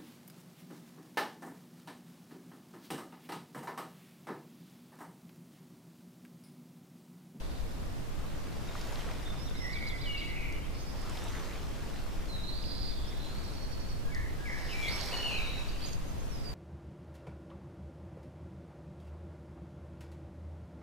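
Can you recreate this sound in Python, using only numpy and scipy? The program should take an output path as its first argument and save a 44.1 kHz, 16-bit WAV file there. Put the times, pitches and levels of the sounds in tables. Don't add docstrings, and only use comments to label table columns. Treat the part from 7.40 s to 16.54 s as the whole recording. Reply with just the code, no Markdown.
import sys
import numpy as np
from scipy import signal
from scipy.fft import rfft, irfft, next_fast_len
from scipy.io import wavfile
from scipy.ndimage import uniform_filter1d, map_coordinates

SR = 44100
rng = np.random.default_rng(int(sys.argv[2]) if len(sys.argv) > 2 else 0)


def master_out(mix):
    frames = np.transpose(np.atleast_2d(mix))
    ceiling = np.clip(frames, -1, 1)
    pcm = np.round(ceiling * 32767).astype(np.int16)
    wavfile.write(sys.argv[1], SR, pcm)


N = 403074

# time in seconds, level in dB.
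GUST_LEVELS = [(0, -35), (1, -38.5), (1.8, -35.5), (2.7, -36.5), (3.7, -37.5), (5.4, -36.5), (7, -36.5),
               (9.14, -36.5)]
# frequency in Hz, relative level in dB.
BUFFET_SPECTRUM = [(10, 0.5), (22, 2), (32, -2.5), (50, -4.5), (65, -6.5), (90, -15.5), (200, -22),
                   (600, -67)]
RUMBLE_SPECTRUM = [(30, -10.5), (70, -2.5), (110, -2.5), (200, -8), (350, -14), (700, -23), (2000, -83)]
FOLIAGE_SPECTRUM = [(150, -56), (250, -1), (458, -7.5), (499, -5.5), (583, -8), (1160, -11.5), (1270, -13),
                    (2280, -18), (5310, -23), (6420, -26), (7250, -25.5), (15500, -32)]
BODY_SPECTRUM = [(150, -33), (400, 0), (800, 0), (1300, -2), (2200, -5.5), (4000, -14), (7000, -17),
                 (15000, -39)]
HISS_SPECTRUM = [(1500, -5.5), (3500, 5.5), (5500, 3), (8000, -7.5), (12000, -8), (15500, -15)]
# frequency in Hz, left-right likeness from 0 to 1.
WIND_LIKENESS = [(60, 0.0041), (380, 0.041), (2400, 0), (15000, 0.0024)]
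CLOSE_LIKENESS = [(150, 0.45), (500, 0.99), (1100, 0.84), (6000, 0.69), (15000, 0.93)]
# peak time and rise time in seconds, body and hiss levels in dB.
CLOSE_RUSTLES = [(.1, 0.17, -74, -70), (.95, 0.25, -56, -82), (1.41, 0.18, -48.5, -55),
                 (1.63, 0.18, -49.5, -60), (2.46, 0.3, -57, -63), (3.84, 0.21, -47.5, -53.5),
                 (4.5, 0.24, -53, -60), (5.92, 0.21, -55, -60), (7.2, 0.14, -57, -57),
                 (7.59, 0.21, -44.3, -47), (7.86, 0.21, -49, -55.5), (8.3, .07, -68, -57),
                 (8.46, 0.04, -62, -52)]
# start in seconds, peak level in dB, centre in Hz, 60 dB decay in seconds.
TWIG_TICKS = [(1.353, -31, 1170, 0.032), (1.412, -36, 4970, .016), (1.477, -45, 1500, .015),
              (1.524, -39, 6500, .008), (1.557, -36, 3780, .015), (1.688, -37, 1500, .02),
              (2.098, -41, 6000, .01), (2.487, -43, 6500, .01), (3.125, -37.5, 5300, .011),
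              (3.618, -43, 7000, 0.0088), (3.697, -37, 6460, .011), (3.772, -35.5, 3500, .03),
              (3.841, -38, 8000, .009), (5.239, -38, 2960, 0.016), (5.847, -36, 3300, .014),
              (6.748, -33, 5360, 0.0089), (7.426, -36, 3680, .014), (7.483, -42, 7950, .011),
              (7.56, -36, 8000, .011), (7.612, -31, 5500, .014), (7.66, -39, 8000, .012),
              (7.823, -48, 9000, 0.0069), (8.532, -37, 5430, 0.021)]

# frequency in Hz, 60 dB decay in seconds.
STAND_DECAY = [(1500, 1.5), (3000, 1.32), (6000, 1.05), (12000, 0.12)]
# frequency in Hz, left minus right in dB, left phase lead in radians.
MIC_FROM_LEFT = [(1900, -1.5, 1.6), (2250, 0, 1.4), (2750, 3, .95), (2970, 2.5, 0.59)]
MIC_FROM_RIGHT = [(3400, 1.5, -.4), (3930, -3.5, -1.2), (4400, -8, -1.8), (4670, -10.5, -1.8),
                  (5370, -12.5, -2.5), (6500, -9.5, -2.3)]

# start and length in seconds, first and last pitch in Hz, level in dB,
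# buzz depth as a share of pitch.
SMALL_BIRD_GLIDES = [ (0, 0.22, 3980, 4070, -61, 0.15), (1.283, .014, 3920, 3680, -52, .008),
                     (1.975, 0.1, 4850, 5690, -57, 0.047), (2.165, 0.062, 4930, 5470, -57, 0.011),
                     (2.215, 0.05, 5400, 5500, -51, 0.011), (3.33, 0.32, 4840, 5070, -59.5, 0.092),
                     (3.38, 0.049, 6150, 6300, -59, 0.013), (3.88, 0.13, 6370, 6470, -64, .005),
                     (5.642, 0.034, 3900, 5300, -62, .008), (5.67, .036, 5350, 5420, -59, 0.0084),
                     (7.11, 0.24, 4800, 4580, -54.5, 0.18), (8.28, .024, 4590, 4640, -51, .011),
                     (8.415, 0.044, 4350, 4690, -45.5, 0.04), (8.455, 0.028, 6770, 6370, -50.5, 0.027),
                     (8.52, 0.025, 6600, 6300, -55, 0.019), (8.672, .035, 6470, 6430, -62, .003),
                     (8.775, 0.05, 6450, 6380, -62, .003)]
SONGBIRD_GLIDES = [ (1.853, 0.031, 3480, 3660, -47, 0.012), (1.882, .028, 3660, 3500, -49.5, .014),
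                   (2.05, 0.045, 4200, 3500, -51.5, 0.039), (2.14, 0.028, 3800, 3870, -53, 0.068),
                   (6.02, 0.1, 3920, 3850, -60, .026), (7.422, .045, 3330, 3440, -43.5, .02),
                   (7.595, 0.05, 4840, 4200, -44, 0.03), (7.67, 0.061, 4700, 4480, -49, 0.026),
                   (7.762, 0.032, 4400, 4200, -41, 0.028), (7.842, 0.0347, 4520, 4280, -44, 0.02),
                   (7.91, 0.048, 4290, 4160, -45, 0.02), (7.968, 0.028, 4200, 3880, -44, .02),
                   (8.0, 0.19, 3880, 3830, -47, 0.021)]
WHISTLER_GLIDES = [ (2.627, 0.15, 2288, 2243, -43.5, 0.0035), (2.792, 0.055, 2425, 2070, -46, 0.055),
                   (2.877, 0.074, 2050, 2100, -46, 0.048), (2.948, .14, 2448, 2154, -44, 0.087),
                   (3.216, .045, 3100, 3160, -59, 0.0027)]
# time in seconds, pitch in Hz, level in dB, buzz depth as a share of pitch.
SMALL_BIRD_FALL = [(8.89, 6080, -61, .012), (8.95, 5040, -55, .014), (9.02, 4870, -60, .008),
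                   (9.085, 4740, -48.5, 0.0045), (9.115, 4640, -47, .004)]
SONGBIRD_UPPER_BUZZ = [(4.875, 4400, -61, .012), (4.91, 4120, -49, .02), (4.94, 3960, -43, .03),
                       (4.99, 3770, -51, .025), (5.035, 3940, -47, .04), (5.06, 3980, -48, 0.061),
                       (5.09, 4080, -42.5, 0.058), (5.125, 4160, -48, 0.078), (5.16, 4370, -44.5, .075),
                       (5.19, 4350, -52, 0.093), (5.3, 4470, -46, 0.098), (5.36, 4460, -47, 0.094),
                       (5.42, 4575, -45, 0.086), (5.49, 4470, -47, .07), (5.52, 4430, -49, .06)]
SONGBIRD_LOWER_BUZZ = [(5.1, 3560, -60, 0.051), (5.45, 3650, -56, 0.073), (5.62, 3530, -53.5, 0.044),
                       (5.73, 3460, -57, 0.075), (5.799, 3785, -52.5, 0.075), (5.88, 4080, -54, 0.027),
                       (6.02, 4490, -56, .04)]
SONGBIRD_SWEEP = [(7.46, 3680, -44.5, .05), (7.485, 3945, -41, 0.094), (7.51, 4450, -41, 0.14),
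                  (7.535, 5000, -44, .1), (7.552, 5500, -46.5, 0.019), (7.578, 5540, -48, .016)]
WHISTLER_WARBLE = [(2.14, 2172, -52, .003), (2.22, 2043, -51, .008), (2.255, 1949, -37.5, 0.031),
                   (2.31, 2066, -47, 0.053), (2.355, 2300, -40, 0.012), (2.42, 2180, -43, 0.033),
                   (2.47, 2200, -43, 0.043), (2.51, 2040, -47, .014), (2.57, 2005, -46, .008)]
WHISTLER_CLEAN_FALL = [(2.646, 3390, -56, .01), (2.665, 3010, -43, .005), (2.685, 2900, -38.5, .003),
                       (2.75, 2790, -42.5, .003), (2.787, 2670, -40, .005)]
WHISTLER_STEPPED_FALL = [(7.284, 3020, -47, .05), (7.315, 2784, -45, .085), (7.34, 2348, -41, .016),
                         (7.385, 2350, -39, .01), (7.44, 2283, -41, 0.04), (7.465, 2180, -36, .065),
                         (7.505, 2030, -37, .08)]
WHISTLER_PIP = [(7.714, 2400, -42, .045), (7.728, 2847, -39, .035), (7.739, 2926, -32.5, .014),
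                (7.758, 2960, -35.5, .012)]
WHISTLER_RASPY_FALL = [(7.77, 2946, -48, 0.015), (7.818, 2980, -48, .018), (7.829, 3000, -37.5, 0.038),
                       (7.865, 2855, -35.5, 0.052), (7.90, 2687, -37, .035), (7.95, 2530, -38.5, 0.062),
                       (8.018, 2476, -37.5, 0.077)]
# time of the crest in seconds, level in dB.
SONGBIRD_CHIPS = [(2.333, -49.5), (2.476, -48.5), (2.621, -50), (2.781, -48.5)]
# time of the leap in seconds, top pitch in Hz, level in dB.
WHISTLER_YELPS = [(6.713, 2350, -43.5), (7.052, 2412, -39)]

NOTE_EDGE_S = 0.0079


def amp(db):
    return 10 ** (np.asarray(db) / 20)


def unit(x):
    return x / np.sqrt(np.mean(x ** 2) + 1e-20)


def along(points, hz):
    freqs, values = np.transpose(points)
    return np.interp(np.log(hz + 1), np.log(freqs + 1), values)


def curves(rows, at):
    knots, *columns = np.transpose(rows)
    return [np.interp(at, knots, column) for column in columns]


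def wobble(rate, size=N):
    knots = rng.standard_normal(int(size * rate / SR) + 4)
    return map_coordinates(knots, [np.arange(size) * rate / SR])


def filtered(x, response):
    size = next_fast_len(N + 8192)
    return irfft(rfft(x, size) * response(np.fft.rfftfreq(size, 1 / SR)), size)[..., :N]


def add(track, start_s, sound):
    span = track[:, max(round(start_s * SR), 0):][:, :sound.shape[1]]
    span += sound[:, :span.shape[1]]


def rush(spectrum, likeness, patchy_db):
    cells = signal.stft(rng.standard_normal((2, N)), nperseg=512)[2]
    patches = uniform_filter1d(rng.standard_normal(cells.shape[1:]), size=7, axis=0)
    patches = uniform_filter1d(patches, size=12, axis=1)
    noise = signal.istft(cells * amp(patchy_db * unit(patches)), nperseg=512)[1][:, :N]

    def mid_side_gains(hz):
        width = np.arccos(along(likeness, hz)) / 2
        return amp(along(spectrum, hz)) * [np.cos(width), np.sin(width)]
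    mid, side = filtered(noise, mid_side_gains)
    return unit(np.array([mid + side, mid - side]))


def wind(rumble_db=-44, foliage_db=-49):
    gust_db, = curves(GUST_LEVELS, np.arange(N) / SR)
    buffet = amp(gust_db + 0.8 * wobble(3.52)) * rush(BUFFET_SPECTRUM, WIND_LIKENESS, patchy_db=0.5)
    rumble = amp(rumble_db) * rush(RUMBLE_SPECTRUM, WIND_LIKENESS, patchy_db=1)
    foliage = amp(foliage_db) * rush(FOLIAGE_SPECTRUM, WIND_LIKENESS, patchy_db=0)
    return buffet + rumble + foliage


def effort(peak_s, rise_s, fall_ratio=1.45, roundness=0.88):
    t = np.arange(N) / SR - peak_s
    from_peak = t / np.where(t < 0, rise_s, rise_s * fall_ratio)
    return np.exp(roundness - np.hypot(from_peak, roundness))


def crackle(per_second=82, spread_db=11):
    hits = rng.random(N) < per_second / SR
    sizes = amp(spread_db * np.clip(rng.standard_normal(N), -2, 2))
    return unit(filtered(hits * sizes, lambda hz: amp(along(HISS_SPECTRUM, hz))))


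def rustle(body_lag_s=0.031, crackle_db=-14.5):
    body_gain, hiss_gain = amp(-60.5), amp(-63)
    for peak_s, rise_s, body_db, hiss_db in CLOSE_RUSTLES:
        body_gain = np.hypot(body_gain, amp(body_db) * effort(peak_s + body_lag_s, rise_s))
        hiss_gain = np.hypot(hiss_gain, amp(hiss_db) * effort(peak_s, rise_s) ** 1.32)
    stroke = wobble(11)
    body = unit(amp(1.5 * wobble(250)) * rush(BODY_SPECTRUM, CLOSE_LIKENESS, patchy_db=2))
    hiss = unit(amp(2.1 * wobble(500)) * rush(HISS_SPECTRUM, CLOSE_LIKENESS, patchy_db=2.5))
    body *= amp(0.066 * stroke)
    hiss *= amp(0.26 * stroke)
    return body_gain * body + hiss_gain * (hiss + amp(crackle_db) * crackle())


def twigs():
    track, t = np.zeros((2, N)), np.arange(2048) / SR
    for start_s, peak_db, centre_hz, t60 in TWIG_TICKS:
        noise = rng.standard_normal(len(t)) + 0.19 * rng.standard_normal((2, len(t)))
        burst = noise * amp(-60 * t / t60)
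        resonance = signal.iirpeak(centre_hz, Q=1.8, fs=SR)
        snap = signal.lfilter(*resonance, signal.lfilter(*resonance, burst))
        add(track, start_s, amp(peak_db) * snap / np.abs(snap).max())
    return track


def tree_echoes(direct_db, early_t60, wash_db, wash_likeness, far_db, far_s=0.11, far_width_s=0.016):
    t = np.arange(SR) / SR
    scatter = rng.standard_normal((2, SR)) * amp(5.4 * wobble(118.7, size=SR))
    hz, frame_s, cells = signal.stft(scatter, SR, nperseg=256)
    decay = amp(-60 * frame_s / along(STAND_DECAY, hz)[:, None])
    wash = signal.istft(cells * decay, SR, nperseg=256)[1][:, :SR]
    wash *= amp(far_db * np.exp(-((t - far_s) / far_width_s) ** 2))
    width = np.arccos(wash_likeness) / 2
    tail = np.cos(width) * wash[0] + np.sin(width) * np.array([wash[1], -wash[1]])
    early = rng.standard_normal(SR) * amp(3.7 * wobble(193.0, size=SR) - 60 * t / early_t60)
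    early /= np.linalg.norm(early)
    early[0] += amp(direct_db)
    paths = early + amp(wash_db) * tail / np.linalg.norm(tail[0])
    return paths / np.linalg.norm(paths[0])


def at_microphone(song, side):
    def channel_gains(hz):
        pan_db, lead = curves(side, hz)
        return amp([pan_db / 2, -pan_db / 2]) * np.exp(1j * np.array([lead / 2, -lead / 2]))
    return filtered(song, channel_gains)


def glide(start_s, length_s, first_hz, last_hz, db, buzz=0, bend=1.5):
    progress = np.linspace(0, 1, 20)
    pitch = last_hz + (first_hz - last_hz) * (1 - progress) ** bend
    return [(s, hz, db, buzz) for s, hz in zip(start_s + length_s * progress, pitch)]


def bird(contours, side, perch, buzz_hz, throb_db, waver, flutter_db, overtone_db):
    song = np.zeros((2, N))
    for contour in contours:
        start_s, end_s = contour[0][0], contour[-1][0]
        n = int(np.clip(end_s - start_s, 0.01, 1) * SR)
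        pitch, db, buzz = curves(contour, start_s + np.arange(n) / SR)
        drift, unrest, flutter = [wobble(rate, size=SR)[:n] for rate in (130, 40, 60)]
        swing = buzz * np.sin(2 * np.pi * np.cumsum(buzz_hz * (1 + 0.151 * unrest)) / SR)
        phase = 2 * np.pi * np.cumsum(pitch * (1 + swing + (waver + 0.21 * buzz) * drift)) / SR
        throb = throb_db * swing / (np.abs(buzz) + 0.039)
        edges = signal.windows.tukey(n, 2 * NOTE_EDGE_S * SR / n)
        tone = np.sin(phase) + amp(overtone_db) * np.sin(2 * phase)
        note = edges * amp(db + flutter_db * flutter + throb) * tone
        heard = signal.fftconvolve(note[None], tree_echoes(**perch), axes=1)
        gain = np.sqrt(2) * np.linalg.norm(amp(db)) / np.linalg.norm(heard)
        add(song, start_s, gain * heard)
    return at_microphone(song, side)


def small_birds():
    calls = [glide(*row) for row in SMALL_BIRD_GLIDES] + [SMALL_BIRD_FALL]
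    perch = dict(direct_db=4, early_t60=0.2, wash_db=-3.5, wash_likeness=0.05, far_db=6)
    return bird(calls, MIC_FROM_RIGHT, perch,
                buzz_hz=92.7, throb_db=-0.5, waver=0.0021, flutter_db=2.5, overtone_db=-25)


def chip(crest_s, db, rise_s=0.038, fall_s=0.045, width_s=0.028, foot_hz=3130, crest_hz=4120, buzz=0.022):
    t = np.linspace(-rise_s, fall_s, 20)
    pitch = foot_hz + (crest_hz - foot_hz) * np.exp(-(t / width_s) ** 2)
    level_db = db + 3.5 * np.minimum(t / rise_s - 0.5, 0)
    arch = np.transpose([crest_s + t, pitch, level_db, np.full_like(t, buzz)])
    pip = glide(crest_s - 0.011, length_s=0.022, first_hz=4930, last_hz=4690, db=db - 1, buzz=buzz)
    return [arch, pip]


def trill(start_s, step_s, count):
    starts = start_s + step_s * np.arange(count)
    notes = [glide(s, length_s=0.067, first_hz=4550, last_hz=4330, db=-55, buzz=0.032) for s in starts]
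    flicks = [glide(s, length_s=0.029, first_hz=5800, last_hz=5330, db=-59, buzz=0.064) for s in starts]
    return notes + flicks


def songbird():
    calls = [SONGBIRD_UPPER_BUZZ, SONGBIRD_LOWER_BUZZ, SONGBIRD_SWEEP]
    calls += [glide(*row) for row in SONGBIRD_GLIDES]
    calls += [part for row in SONGBIRD_CHIPS for part in chip(*row)]
    calls += trill(start_s=6.035, step_s=0.09, count=6)
    perch = dict(direct_db=2.5, early_t60=0.26, wash_db=-1, wash_likeness=0.05, far_db=3.5)
    return bird(calls, MIC_FROM_RIGHT, perch,
                buzz_hz=85.8, throb_db=2, waver=0.00743, flutter_db=2.5, overtone_db=-40)


def yelp(leap_s, top_hz, db, lead_s=0.0673, lead_hz=1610, fall_s=0.0415, hold_s=0.062, rasp=0.11):
    lead_in = glide(leap_s - lead_s, lead_s, lead_hz, lead_hz * 1.07, db - 9.5, bend=0.52)
    turn_s, hold_hz = leap_s + fall_s, top_hz * 0.815
    fall = [(leap_s, top_hz, db - 3.5, 0.02), (turn_s, top_hz * 0.79, db, 0.025)]
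    hold = [(turn_s + NOTE_EDGE_S, hold_hz, db, rasp), (turn_s + hold_s, hold_hz, db - 0.5, rasp)]
    return [lead_in, fall + hold]


def whistler():
    calls = [WHISTLER_WARBLE, WHISTLER_CLEAN_FALL, WHISTLER_STEPPED_FALL]
    calls += [WHISTLER_PIP, WHISTLER_RASPY_FALL]
    calls += [glide(*row) for row in WHISTLER_GLIDES]
    calls += [part for row in WHISTLER_YELPS for part in yelp(*row)]
    perch = dict(direct_db=3.5, early_t60=0.5, wash_db=0.5, wash_likeness=0.53, far_db=2.5)
    return bird(calls, MIC_FROM_LEFT, perch,
                buzz_hz=70.33, throb_db=0, waver=0.0064, flutter_db=1.5, overtone_db=-41)


def scene():
    return whistler() + songbird() + small_birds() + wind() + rustle() + twigs()


def record(dry):
    return filtered(dry, lambda hz: hz < 15470)


dry = scene()
out = record(dry)
master_out(out)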